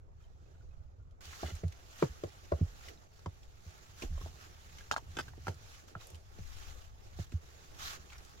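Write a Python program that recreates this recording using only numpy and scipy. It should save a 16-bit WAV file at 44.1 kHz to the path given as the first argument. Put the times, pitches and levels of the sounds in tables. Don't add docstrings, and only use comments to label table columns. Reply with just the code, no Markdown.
import sys
import numpy as np
from scipy import signal
from scipy.fft import rfft, irfft
from scipy.io import wavfile
from scipy.ndimage import uniform_filter1d

SR = 44100
rng = np.random.default_rng(int(sys.argv[2]) if len(sys.argv) > 2 else 0)


def store_wav(level_fs):
    pcm = np.round(np.clip(np.atleast_2d(level_fs), -1, 1) * 32767)
    wavfile.write(sys.argv[1], SR, pcm.T.astype(np.int16))


def nominal_scale(level):
    x = np.asarray(level, float) / 20
    return 10 ** x


N = 370440
INSIDE_S = 1.207
PORT_LAG_S = 0.00039
REST_HILL_DB, REST_HUT_DB = -86.5, -74.5


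def evened(x):
    return x / np.sqrt(np.mean(x ** 2) + 1e-20)


def read(points, hz):
    f, value = np.transpose(points)
    return np.interp(np.log(hz + 1), np.log(f + 1), value)


def bump(t, s, length):
    return np.exp(-((t - s) / (.5 * length)) ** 2)


def add(mix, s, sound, pan_db, lag_s):
    for port, late, side in zip(mix, (0, lag_s), (.5, -.5)):
        part = port[round((s + late) * SR):][:len(sound)]
        part += nominal_scale(side * pan_db) * sound[:len(part)]


# frequency in Hz, likeness from -1 to 1.
PORT_LIKENESS = [(60, 0.98), (150, 1), (380, -0.26), (950, 0.72), (2380, 0.22), (5980, 0.12),
                 (15000, -0.41)]
# frequency in Hz, lead in radians.
PORT_LEAD = [(0, -5.5), (1210, 2.5), (3880, 5), (5250, 4), (6290, -10.5), (7840, -3), (14100, -27.5),
             (16000, -15)]


def noise(colour, level_db, tilt_db=None, pan_db=0, alike=1, patchy_db=2., flicker_db=0.0, size=512):
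    hop = size // 4
    t, hz = np.arange(N // hop + 5) * hop / SR, np.fft.rfftfreq(size, 1 / SR)
    a, b, c, d, patches = rng.standard_normal((len(t), len(hz), 5)).T
    patches = evened(uniform_filter1d(uniform_filter1d(patches, size=8, axis=0), size=12, axis=1))
    flicker = evened(uniform_filter1d(rng.standard_normal(len(t)), size=3))
    same = np.clip(alike * read(PORT_LIKENESS, hz), -1, 1)[:, None]
    left = a + 1j * b
    shared = same * left * np.exp(-1j * read(PORT_LEAD, hz))[:, None]
    right = shared + np.sqrt(1 - same ** 2) * (c + 1j * d)
    closed = colour + [(colour[-1][0] * 1.1, -99)]
    shape = nominal_scale(read(closed, hz)[:, None] + patchy_db * patches + flicker_db * flicker)
    if tilt_db is not None:
        shape = shape * nominal_scale(tilt_db(t, hz[:, None]))
    spectra = np.array([left, right]) * shape
    x = evened(signal.istft(spectra, nperseg=size, noverlap=size - hop)[1][:, :N])
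    return x * nominal_scale(level_db + np.outer([.5, -.5], pan_db * np.ones(N)))


def wave(hz, length, glide, skew):
    u = np.arange(0, length, 1 / SR) / length
    turns = np.cumsum(hz * (1 + glide * (.5 - u))) / SR
    return np.sin(np.pi * u ** skew) ** 2 * np.sin(2 * np.pi * turns)


def detunings(count):
    return rng.uniform(-1, 1, (count, 6)) * [0, 1, 1, 1, 1, 1]


def ring(modes, hz, t60, focus, shift, turn=0):
    t = np.arange(0, focus + 1.2 * t60, 1 / SR) - focus
    x = 0
    for (ratio, db), r in zip(modes, shift):
        decay = nominal_scale(db - 60 * ratio ** 0.4 * np.maximum(t, 0) / t60)
        x = x + decay * np.cos(2 * np.pi * (hz * ratio * (1 + 0.098 * r) * t + turn))
    x = x * np.cos(.5 * np.pi * np.minimum(t, 0) / focus) ** 2
    return x / abs(x).max()


def swells(rows, rest_db, t):
    power = nominal_scale(2 * rest_db * np.ones(len(t)))
    for s, db, rise, fall in rows:
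        away = np.where(t < s, (s - t) / max(rise, .01), (t - s) / max(fall, .01))
        power = power + nominal_scale(2 * (db - 22.5 * np.minimum(away, 3) ** 1.57))
    return 10 * np.log10(power)


# peak in seconds, level in dB, rise in seconds, fall in seconds.
STROKES = [(.22, -77, 0.072, 0.12), (.5, -78.5, 0.48, 0.66), (1.496, -55, 0.66, 0.065),
           (1.565, -60.5, .07, 0.1), (2.03, -55, 0.15, 0.091), (2.0, -64.5, .7, 2.3),
           (2.7, -72, 0.32, 0.75), (2.89, -58.5, 0.19, 0.045), (3.7, -65.5, 0.17, 0.93),
           (4.03, -55, 0.1, 0.074), (4.25, -61, 0.27, 0.14), (4.44, -60.5, 0.15, 0.078),
           (4.75, -64, 0.82, 0.52), (5.2, -62, 0.25, 0.21), (5.49, -61.5, 0.16, 0.087),
           (5.76, -62, 0.43, 0.15), (5.89, -65.5, 0.052, 0.089), (6.02, -62.5, 0.07, 0.27),
           (6.642, -59, 0.49, 0.26), (7.22, -57.5, 0.086, 0.051), (6.83, -66, .12, 0.13),
           (7.05, -70.5, 0.13, 0.25), (7.65, -65.5, 0.97, 0.98), (7.8, -52, 0.021, 0.15),
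           (7.875, -48.5, 0.11, 0.11), (7.95, -52.5, 0.21, 0.035), (8.25, -66, 0.92, 1.8)]
# middle in seconds, drop in dB, length in seconds.
PAUSES = [(3.09, -7.5, 0.072), (3.0, -2.5, .1), (7.4, -4, .05), (6.925, -2, 0.061), (7.29, -1.5, 0.045)]


def effort(t):
    hill = swells([r for r in STROKES if r[0] < INSIDE_S], REST_HILL_DB, t)
    inside = swells([r for r in STROKES if r[0] > INSIDE_S], REST_HUT_DB, t)
    still = sum(db * bump(t, s, length) for s, db, length in PAUSES)
    return np.where(t < INSIDE_S, hill, inside) + still


# frequency in Hz, density in dB per Hz.
WIND_COLOUR = [(10, 0.5), (30, -7), (50, -7.5), (80, -14), (200, -35.5)]
# frequency in Hz, density in dB per Hz.
GROUND_COLOUR = [(26, -44), (45, -5), (80, 7), (94, -3.5), (113, -9.5), (157, -11.5), (204, -46),
                 (260, -19), (340, -55), (570, -120)]
# frequency in Hz, density in dB per Hz.
HUM_COLOUR = [(110, -34), (180, -5.5), (195, -2.5), (240, -22), (320, -8.5), (364, -6.5), (582, -12),
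              (910, -18), (1340, -18.5), (1570, -24.5), (1760, -27), (2600, -35), (3380, -78), (5720, -120)]
# middle in seconds, level in dB, length in seconds, left over right in dB.
GUSTS = [
    (-0.007, -60, 0.076, -17),
    (0.76, -61, 0.29, -18),
    (6.583, -58.5, 0.69, 13.5),
    (7.242, -58.5, .35, -0.5),
    (7.858, -59, 0.33, 1),
]
# middle in seconds, rumble in dB, length in seconds.
SHIFTS = [
    (4.21, -54.5, 0.4),
    (5.277, -53, 0.69),
    (7.193, -64, 0.96),
]
# middle in seconds, rise of the grind in dB, length in seconds.
DRAGS = [
    (2.897, 14.5, 0.11),
    (6.08, 8.5, 0.22),
    (7.5, 4.5, 0.23),
    (7.92, 3.5, 0.12),
    (7.05, -3, 0.59),
]


def air():
    t, full = np.arange(0, N + 64, 64) / SR, np.arange(N) / SR
    inside = full > INSIDE_S
    wind_db = np.interp(full, t, swells([(s, db, w, w) for s, db, w, _ in GUSTS], -66.5, t))
    pan_db = np.interp(full, t, sum(pan * bump(t, s, w) for s, _, w, pan in GUSTS))
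    weight_db = np.interp(full, t, swells([(s, db, w, w) for s, db, w in SHIFTS], -62, t))
    ground_db = np.where(inside, weight_db, -59)
    work_db = uniform_filter1d(np.interp(full, t, effort(t)) - REST_HUT_DB, size=20000)
    hum_db = np.where(inside, -71 + 0.4 * work_db, -70)

    def grind_db(u, hz):
        lift = sum(db * bump(u, s, w) for s, db, w in DRAGS)
        return lift * np.exp(-np.log2((hz + 1) / 450) ** 2)

    wind = noise(WIND_COLOUR, wind_db + 6.5, pan_db=pan_db + 0.5, alike=0.88, patchy_db=-1.0, size=2048)
    ground = noise(GROUND_COLOUR, ground_db + 2.5, pan_db=-1.5, patchy_db=-0.5, flicker_db=-1.6, size=2048)
    hum = noise(HUM_COLOUR, hum_db + 0.36, grind_db, pan_db=-5.5, patchy_db=2.5, flicker_db=1.5, size=1024)
    return wind + ground + hum


# frequency in Hz, density in dB per Hz.
CLOTH_COLOUR = [(530, -20), (900, -6), (991, -29), (1080, -4), (1230, -7), (1320, -4), (1830, -3.5),
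                (2070, -4), (2600, -2.5), (4860, -4.5), (6720, -2.5), (8660, -15), (11600, -11.5),
                (16000, -14.5)]
# middle in seconds, length in seconds,
# lift in dB, start in Hz, climb in Hz per second, width in Hz.
WIPE = (7.85, 0.12, 4.9, 3840, 9000, 640)


def rustle():
    t = np.arange(0, N + 64, 64) / SR
    at, span, lift_db, start_hz, climb, width = WIPE

    def tilt_db(s, hz):
        force = np.maximum(effort(s) + 65, -10)
        hill = s < INSIDE_S
        low = np.clip(np.log(2400 / (hz + 1)) / 1.32, 0, 1)
        top = np.clip((hz - 7000) / 1500, 0, 1)
        scrape = low * (10. + 0.02 * force + 3.5) - 0.41 * force * (hz < 960)
        fizz = top * (-11.5 + 1.5 * hill + 9) - 4 * hill * (hz > 7900)
        wipe = lift_db * bump(s, at, span) * np.exp(-((hz - start_hz - climb * (s - at)) / width) ** 2)
        return scrape + fizz + wipe

    grains = nominal_scale(0.42 * evened(uniform_filter1d(rng.standard_normal(N), size=60)))
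    level_db = np.interp(np.arange(N) / SR, t, effort(t))
    return noise(CLOTH_COLOUR, level_db + 4.5, tilt_db, -2.75, patchy_db=1.5, flicker_db=1.04) * grains


def crackle():
    t, u = np.arange(N) / SR, np.arange(400) / SR
    level_db = np.interp(t, t[::64], effort(t[::64]))
    chance, kind = rng.random(N), rng.integers(0, 8, N)
    size = np.minimum(rng.exponential(1, N), 3)
    pops = (chance < 70 / SR) * nominal_scale(level_db + 2.2 * size + 1.0)
    x = np.zeros(N)
    for k, hz in enumerate(np.geomspace(1200, 4200, 8)):
        grain = nominal_scale(-60 * u / 0.013) * np.sin(2 * np.pi * hz * u)
        x += signal.oaconvolve(pops * (kind == k), grain)[:N]
    return np.array([x, -.7 * np.roll(x, 9)])


# start in seconds, peak in dB, pitch in Hz.
TICKS = [(1.11, -62, 6050), (1.254, -38.5, 4630), (1.5527, -42, 7400), (1.681, -43.5, 4930),
         (2.829, -56, 6600), (5.457, -58, 5040), (5.543, -48, 6700), (5.8394, -66, 4230),
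         (6.0394, -59, 4400), (6.0697, -42.5, 11000), (6.102, -45, 9200), (6.146, -44.5, 4100),
         (6.155, -45, 5220), (6.698, -45.5, 5690), (8.181, -47, 5900), (8.249, -44.5, 5600),
         (8.294, -50, 5840)]


def ticks():
    out, t = np.zeros((2, N)), np.arange(600) / SR
    for (s, db, hz), white in zip(TICKS, rng.standard_normal((len(TICKS), 2, len(t)))):
        band = signal.butter(1, [0.53 * hz, min(1.07 * hz, 16000)], "band", fs=SR)
        fade = nominal_scale(db - 5.5 - 60 * t / 0.016) * (1 - np.exp(-t / 0.00014))
        snap = evened(signal.lfilter(*band, white)) * fade
        add(out[:1], s, snap[0], -1.5, 0)
        add(out[1:], s, 0.25 * snap[0] + snap[1], -1.5, 0)
    return out


# start in seconds, peak in dB, pitch in Hz, length in seconds.
THUDS = [(1.268, -46.5, 77, 0.085), (1.434, -34, 76, 0.078), (1.521, -35, 80, 0.07),
         (1.636, -28, 86, 0.088), (2.031, -30.5, 135, 0.035), (2.052, -38, 110, .031),
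         (2.096, -39.5, 61.6, 0.046), (2.237, -40.5, 94.4, 0.064), (2.522, -28, 78, 0.067),
         (2.612, -22.5, 87, 0.06), (2.872, -50, 74.5, 0.082), (3.266, -34.5, 87, 0.051),
         (3.662, -42, 81, 0.055), (4.045, -34.5, 58.4, 0.036), (4.104, -33.5, 70, 0.12),
         (4.233, -37, 79, 0.059), (5.078, -44, 79, 0.084), (5.169, -50.5, 123.6, 0.098),
         (5.479, -35.5, 93.4, 0.067), (5.959, -43, 102, 0.05), (6.123, -45, 78.6, 0.097),
         (6.388, -44, 96, 0.075), (7.194, -32.5, 90, 0.048), (7.339, -27, 83, 0.056), (7.841, -49, 56, .06),
         (7.985, -50, 72, 0.067), (8.039, -50, 70, 0.041)]
# start in seconds, peak in dB, pitch in Hz, length in seconds.
HEAVES = [
    (1.52, -44, 40, 0.096),
    (2.643, -45.5, 39.7, 0.12),
    (4.055, -36.5, 27, 0.14),
    (4.142, -36.5, 32, 0.11),
]


def thuds():
    out = np.zeros((2, N))
    for s, db, hz, length in THUDS:
        struck = min(abs(s - knock[0]) for knock in KNOCKS) < .015
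        fast_db = -7 + 19.5 * np.log2(hz / 88) if struck else -16
        length = np.clip(length, .03, .2)
        slow = wave(hz, length, glide=0.11, skew=0.53)
        fast = wave(137.2, 0.89 * length, glide=0.75, skew=0.44)
        add(out, s, nominal_scale(db) * slow, -2.1, 0)
        add(out, s - .003, nominal_scale(db + fast_db) * fast, -1.1, 0)
    for s, db, hz, length in HEAVES:
        add(out, s, nominal_scale(db) * wave(hz, max(length, .04), glide=0.05, skew=0.64), -2.5, 0)
    return out


# frequency in Hz, level in dB.
SHARD = [(888, 1), (1310, -15), (1600, -3), (3200, -9), (3740, -8.5), (4250, -6), (4800, -9), (5300, -11),
         (5660, -12), (6580, -8), (6900, -17)]
WEDGE = [(890, -0.5), (1370, -9), (1550, 2.5), (2090, -7), (2570, -4), (3060, -2), (3400, -7), (4860, -5.5),
         (5470, -7.5), (6160, -9), (7200, -12)]
PEBBLE = [(1400, -1), (1800, -1), (2200, -1)]
BLOCK = [(410, -2), (660, 3), (1400, -3), (1900, -8), (3000, -7)]
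GRAVEL = [(2050, 2), (2900, 0), (3400, -2), (4200, -4)]
# start in seconds, level in dB, length in seconds, fade in dB.
SHARD_RUBS = [
    (4.913, -39.5, 0.033, -7),
    (4.967, -44, 0.016, 4),
]
WEDGE_RUBS = [
    (5.168, -42.5, 0.016, -11),
    (5.185, -39.5, 0.032, -9),
]
PEBBLE_RUBS = [
    (8.12, -57.5, 0.022, 0),
    (8.148, -58.5, 0.0163, 0),
]
BLOCK_RUBS = [
    (1.482, -53, .037, -2),
    (2.57, -59, 0.0366, 5),
    (1.445, -51.5, 0.027, -8),
    (5.495, -59, .04, 1),
    (5.958, -59, 0.022, -6),
]
GRAVEL_RUBS = [
    (1.455, -53, .025, 0),
    (1.488, -56, 0.0286, -3),
]


def rubs():
    out, t = np.zeros((2, N)), np.arange(3000) / SR
    alike = 0.4
    pairs = ((SHARD, SHARD_RUBS), (WEDGE, WEDGE_RUBS), (PEBBLE, PEBBLE_RUBS), (BLOCK, BLOCK_RUBS),
             (GRAVEL, GRAVEL_RUBS))
    for modes, rows in pairs:
        stone = np.zeros(len(t))
        for hz, db in modes:
            t60 = 0.018 * (1500 / hz) ** 0.35
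            stone += nominal_scale(db - 60 * t / t60) * np.sin(2 * np.pi * hz * t)
        for (s, db, length, fade_db), (a, b, c) in zip(rows, rng.standard_normal((len(rows), 3, len(t)))):
            touch = np.clip(np.minimum(t / 0.00051, (length - t) / 0.0025), 0, 1)
            clumps = nominal_scale(4 * evened(uniform_filter1d(c, size=40)))
            slips = touch * nominal_scale(fade_db * t / length) * clumps
            white = np.array([a, alike * a + np.sqrt(1 - alike ** 2) * b])
            pair = signal.oaconvolve(slips * white, stone[None])
            pair = nominal_scale(db) * evened(pair) * np.sqrt(length * SR / pair.shape[1])
            add(out[:1], s, pair[0], -.6, 0)
            add(out[1:], s, pair[1], .6, 0)
    return out


# peak in seconds, peak in dB, pitch in Hz, t60 in seconds.
PINGS = [(.205, -68, 1300, 0.056), (.21, -71, 2510, .06), (.24, -68, 3150, .05), (.55, -69, 1500, .04),
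         (.61, -63.5, 1490, .05), (1.0, -73, 1420, .05), (1.111, -72, 3250, 0.015),
         (1.459, -50, 3400, .008), (1.487, -52, 1500, .015), (3.2605, -33, 1140, 0.016),
         (3.2635, -37, 1000, .016), (3.261, -55, 5130, .02), (3.2615, -57, 6100, .012),
         (3.261, -59, 7500, .01), (3.263, -43.5, 550, 0.046), (3.261, -54.5, 2080, .025),
         (3.262, -58, 3200, 0.022), (1.474, -46, 2960, .015), (2.027, -29, 950, 0.02),
         (2.0263, -30.5, 1180, 0.02), (2.027, -46, 1840, .015), (2.885, -49.5, 2050, .025),
         (2.886, -51, 3050, .03), (4.022, -39, 2510, 0.017), (4.026, -42.5, 2890, .025),
         (4.179, -48.5, 1100, .02), (4.785, -50, 2210, .015), (4.786, -52, 3100, .015),
         (4.7855, -51, 5900, .012), (4.808, -53, 1660, 0.037), (4.809, -58, 3350, .015),
         (5.4715, -34, 830, 0.016), (5.4703, -30.5, 1390, .012), (5.482, -33.5, 920, .02),
         (5.953, -38, 1360, 0.018), (6.01, -52.5, 3930, .02), (6.04, -55, 3800, .03),
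         (6.15, -61, 3200, .03), (8.101, -53, 2700, 0.018), (8.102, -55, 3300, .02),
         (1.331, -52, 1100, .02), (1.332, -54, 1420, .02), (1.64, -46, 623, .03),
             (2.275, -50, 420, .03), (2.522, -42, 1060, .02), (2.5225, -42, 1450, .02),
             (2.976, -56, 4000, .008), (3.035, -58, 900, .02), (4.03, -42, 596, 0.022),
             (4.042, -47, 450, .025), (4.047, -51, 750, .02), (4.917, -43, 6800, .012),
             (4.913, -34.5, 2900, .01), (5.169, -47, 7400, .012), (5.17, -41, 1600, 0.013),
             (5.335, -57, 1900, 0.0092), (7.197, -46, 620, .03), (8.182, -55, 5700, .012),
             (4.914, -41, 544, .02), (.46, -72, 2600, .04), (.71, -73, 2600, .07)]


def pings():
    out = np.zeros((2, N))
    swell_s = 0.0015
    for s, db, hz, t60 in PINGS:
        ping = ring([(0.98, 0)], hz, max(t60, .005), swell_s, [0])
        add(out, s - swell_s, nominal_scale(db) * ping, -1.2, 0.089 / hz)
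    return out


# factor on pitch, level in dB.
EDGE_MODES = [(1, 10), (.78, -5), (1.22, -6), (1.55, -32), (2.1, -4), (2.7, -16)]
# start in seconds, peak in dB, pitch in Hz, grit in dB, chatter in dB.
CLACKS = [
    (2.024, -28, 1320, -24, -13),
    (4.9121, -20.5, 1350, -21, -32),
    (4.94, -32.5, 1150, -24, -26),
    (4.963, -24, 1360, -29, -30),
    (4.9796, -32, 980, -26, -22),
]
# start in seconds, peak in dB, pitch
# in Hz, grit in dB, chatter in dB.
RATTLES = [(1.33, -40, 1950, -25, -7), (1.432, -27.5, 685, -31, -8), (1.474, -46, 2900, -14, -1),
           (1.636, -50, 2000, -13, -3), (1.722, -49.5, 2050, -5.5, -3.5), (2.026, -33, 2240, -25, -9),
           (2.236, -41, 1130, -13, -14), (2.52, -44, 1900, -12, -14), (2.563, -54, 623, -23, -3),
           (2.884, -49, 2180, -2.5, -11.5), (3.191, -54, 1180, -12, -9), (3.2592, -37.5, 1370, -24, -15),
           (3.431, -58.5, 3500, -3, -2), (4.021, -43, 1010, -2, -3.5), (4.177, -43.5, 550, -22, -8),
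           (4.211, -48.5, 1040, -22, -1), (4.259, -40.5, 700, -20, -4), (4.784, -49, 1600, -6, -20),
           (4.808, -52, 1670, -10, -20),
           (5.169, -37, 3300, -22, -17), (5.187, -30.5, 1610, -20, -14), (5.196, -31, 1420, -22, -9),
          (5.21, -40, 4900, -20, -7), (5.281, -42.5, 1530, -15, -6.5), (5.335, -50.5, 890, -31, -42),
          (5.377, -58, 790, -19, -3), (5.469, -41.5, 2310, -9, -15), (5.481, -28.5, 1550, -17.5, -20),
          (5.881, -54.5, 1370, -8, -1), (5.952, -38.5, 1350, -40, -13), (6.013, -59, 1300, -3, 5),
          (6.386, -52.5, 640, -10, -3.5), (7.188, -38.5, 560, -20.5, -8.5), (7.319, -58, 1500, 1, 1),
          (8.102, -52, 1110, -7, -8), (8.121, -51, 1460, -13, -12), (8.13, -47, 2180, -8, -12),
          (8.182, -48, 5700, -19, -7)]


def clacks():
    out, size, blows = np.zeros((2, N)), 8192, CLACKS + RATTLES
    white = rng.standard_normal((len(blows), 4, size))
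    band = signal.butter(4, [2000, 7300], "band", fs=SR, output="sos")
    crushed = signal.sosfilt(band, white[:, :2])
    bands_db = 2.0 * evened(uniform_filter1d(white[:, 3, :size // 2 + 1], size=70))
    slope_db = -3. * np.log2(np.fft.rfftfreq(size, 1 / SR) / 3000 + .5)
    crushed = irfft(rfft(crushed) * nominal_scale(bands_db + slope_db)[:, None], size)
    crushed += nominal_scale(-24.0) * np.diff(white[:, :2], prepend=0)
    clumps = nominal_scale(2.0 * evened(uniform_filter1d(white[:, 2], size=50)))
    t = np.arange(size) / SR
    rows = zip(blows, detunings(len(blows)), crushed, clumps, white[:, 3])
    for (s, db, hz, grit_db, chatter_db), r, grit, clump, slips in rows:
        t60 = 0.047 * (1300 / hz) ** 0.35
        crack = ring(EDGE_MODES, hz, 7 / hz + 0.0047, 1.29 / hz, r, turn=0.11)
        fade = nominal_scale(db - 60 * t / max(t60, .01)) * (1 - np.exp(-t / 0.0007))
        chatter = evened(signal.oaconvolve(slips * clump, crack)[:size]) * nominal_scale(chatter_db) * fade
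        clean = 1 - min(nominal_scale(chatter_db), .8)
        add(out, s, nominal_scale(db + 4.5) * clean * crack, -.6, 0.23 / hz)
        add(out, s + .0008, chatter, -.6, 0.13 / hz)
        tail = evened(grit * clump) * nominal_scale(grit_db + 0.5) * fade
        add(out[:1], s, tail[0] + 1.37 * tail[1], -1.5, 0)
        add(out[1:], s, tail[1] - 1.4 * tail[0], 1.5, 0)
    return out


# factor on pitch, level in dB.
BODY_MODES = [(1.001, 2.5), (.7, -6), (1.35, -15), (1.8, -17.5), (2.5, -14), (3.4, -20)]
# start in seconds, peak in dB, pitch in Hz.
KNOCKS = [(1.429, -33, 352), (1.481, -52, 456), (1.634, -33.5, 475), (1.502, -58, 480), (2.033, -38, 340),
          (2.242, -36.5, 600), (2.517, -33.5, 528), (2.535, -39, 570), (2.587, -50, 420), (2.612, -30, 206),
          (3.26, -38.5, 335), (4.021, -40.5, 330), (4.035, -34, 310), (4.211, -48.5, 364), (4.26, -48, 354),
          (4.911, -38, 574), (4.962, -34, 740), (5.025, -57, 300), (5.171, -38.5, 385), (5.19, -36, 387),
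          (5.282, -57, 392), (5.377, -47, 350), (5.469, -41.5, 330), (5.481, -32, 570), (5.489, -39, 450),
          (5.915, -56, 336), (5.952, -42, 710), (6.385, -50.5, 320), (7.188, -39.5, 358), (7.323, -45, 260)]


def knocks():
    out = np.zeros((2, N))
    for (s, db, hz), r in zip(KNOCKS, detunings(len(KNOCKS))):
        t60 = 0.02 - 0.0108 * max(-12.0 - db, 0)
        pan_db = 7 + 0.2865 * db + 2 * np.log2(hz / 400)
        body = ring(BODY_MODES, hz, max(t60, .01), 0.00403, r)
        add(out, s - .001, nominal_scale(db + 3.5) * body, pan_db, PORT_LAG_S)
    return out


# factor on pitch, level in dB.
SLAB_MODES = [(1, 0.5), (1.2, -7), (1.57, -5), (2.6, -23), (3.0, -20), (4.0, -29)]
# peak in seconds, peak in dB, pitch in Hz, upper modes in dB, t60 in seconds.
SLAB_BLOWS = [
    (2.027, -15, 369, -2.5, 0.019),
    (2.2385, -26, 350, 5.5, 0.026),
    (2.523, -18, 372, 13, 0.027),
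]


def slab():
    out = np.zeros((2, N))
    swell_s = 0.0049
    for s, db, hz, upper_db, t60 in SLAB_BLOWS:
        modes = [(ratio, level + upper_db * (ratio > 1.4)) for ratio, level in SLAB_MODES]
        blow = ring(modes, hz, max(t60, .01), swell_s, np.zeros(len(modes)))
        add(out, s - swell_s, nominal_scale(db + 1.5) * blow, 1.5, PORT_LAG_S)
    return out


# frequency in Hz, t60 in seconds.
WALLS = [(100, 0.081), (400, 0.098), (1500, 0.048), (6000, 0.069)]


def hut(x):
    taps = np.zeros((2, 8820))
    at = np.arange(100, 8800, 20) + rng.integers(0, 20, (2, 435))
    np.put_along_axis(taps, at, rng.choice([-1., 1.], at.shape), 1)
    hz, t, z = signal.stft(taps, SR, nperseg=256)
    decay = nominal_scale(-60 * t / np.maximum(read(WALLS, hz), .02)[:, None])
    tail = signal.istft(z * decay, SR, nperseg=256)[1]
    return signal.fftconvolve(x, tail / np.linalg.norm(tail[0]), axes=1)[:, :N]


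def scene():
    bodies, edges = knocks(), clacks()
    stones = bodies + ticks() + slab() + pings()
    echo = nominal_scale(-5.0) * hut(stones + nominal_scale(-5.5) * edges)
    return stones + edges + echo + thuds() + rustle() + air() + crackle() + rubs()


def low_pass(x):
    return signal.sosfilt(signal.butter(12, 15840, fs=SR, output="sos"), x)


def record(dry):
    return low_pass(dry)


dry = scene()
out = record(dry)
store_wav(out)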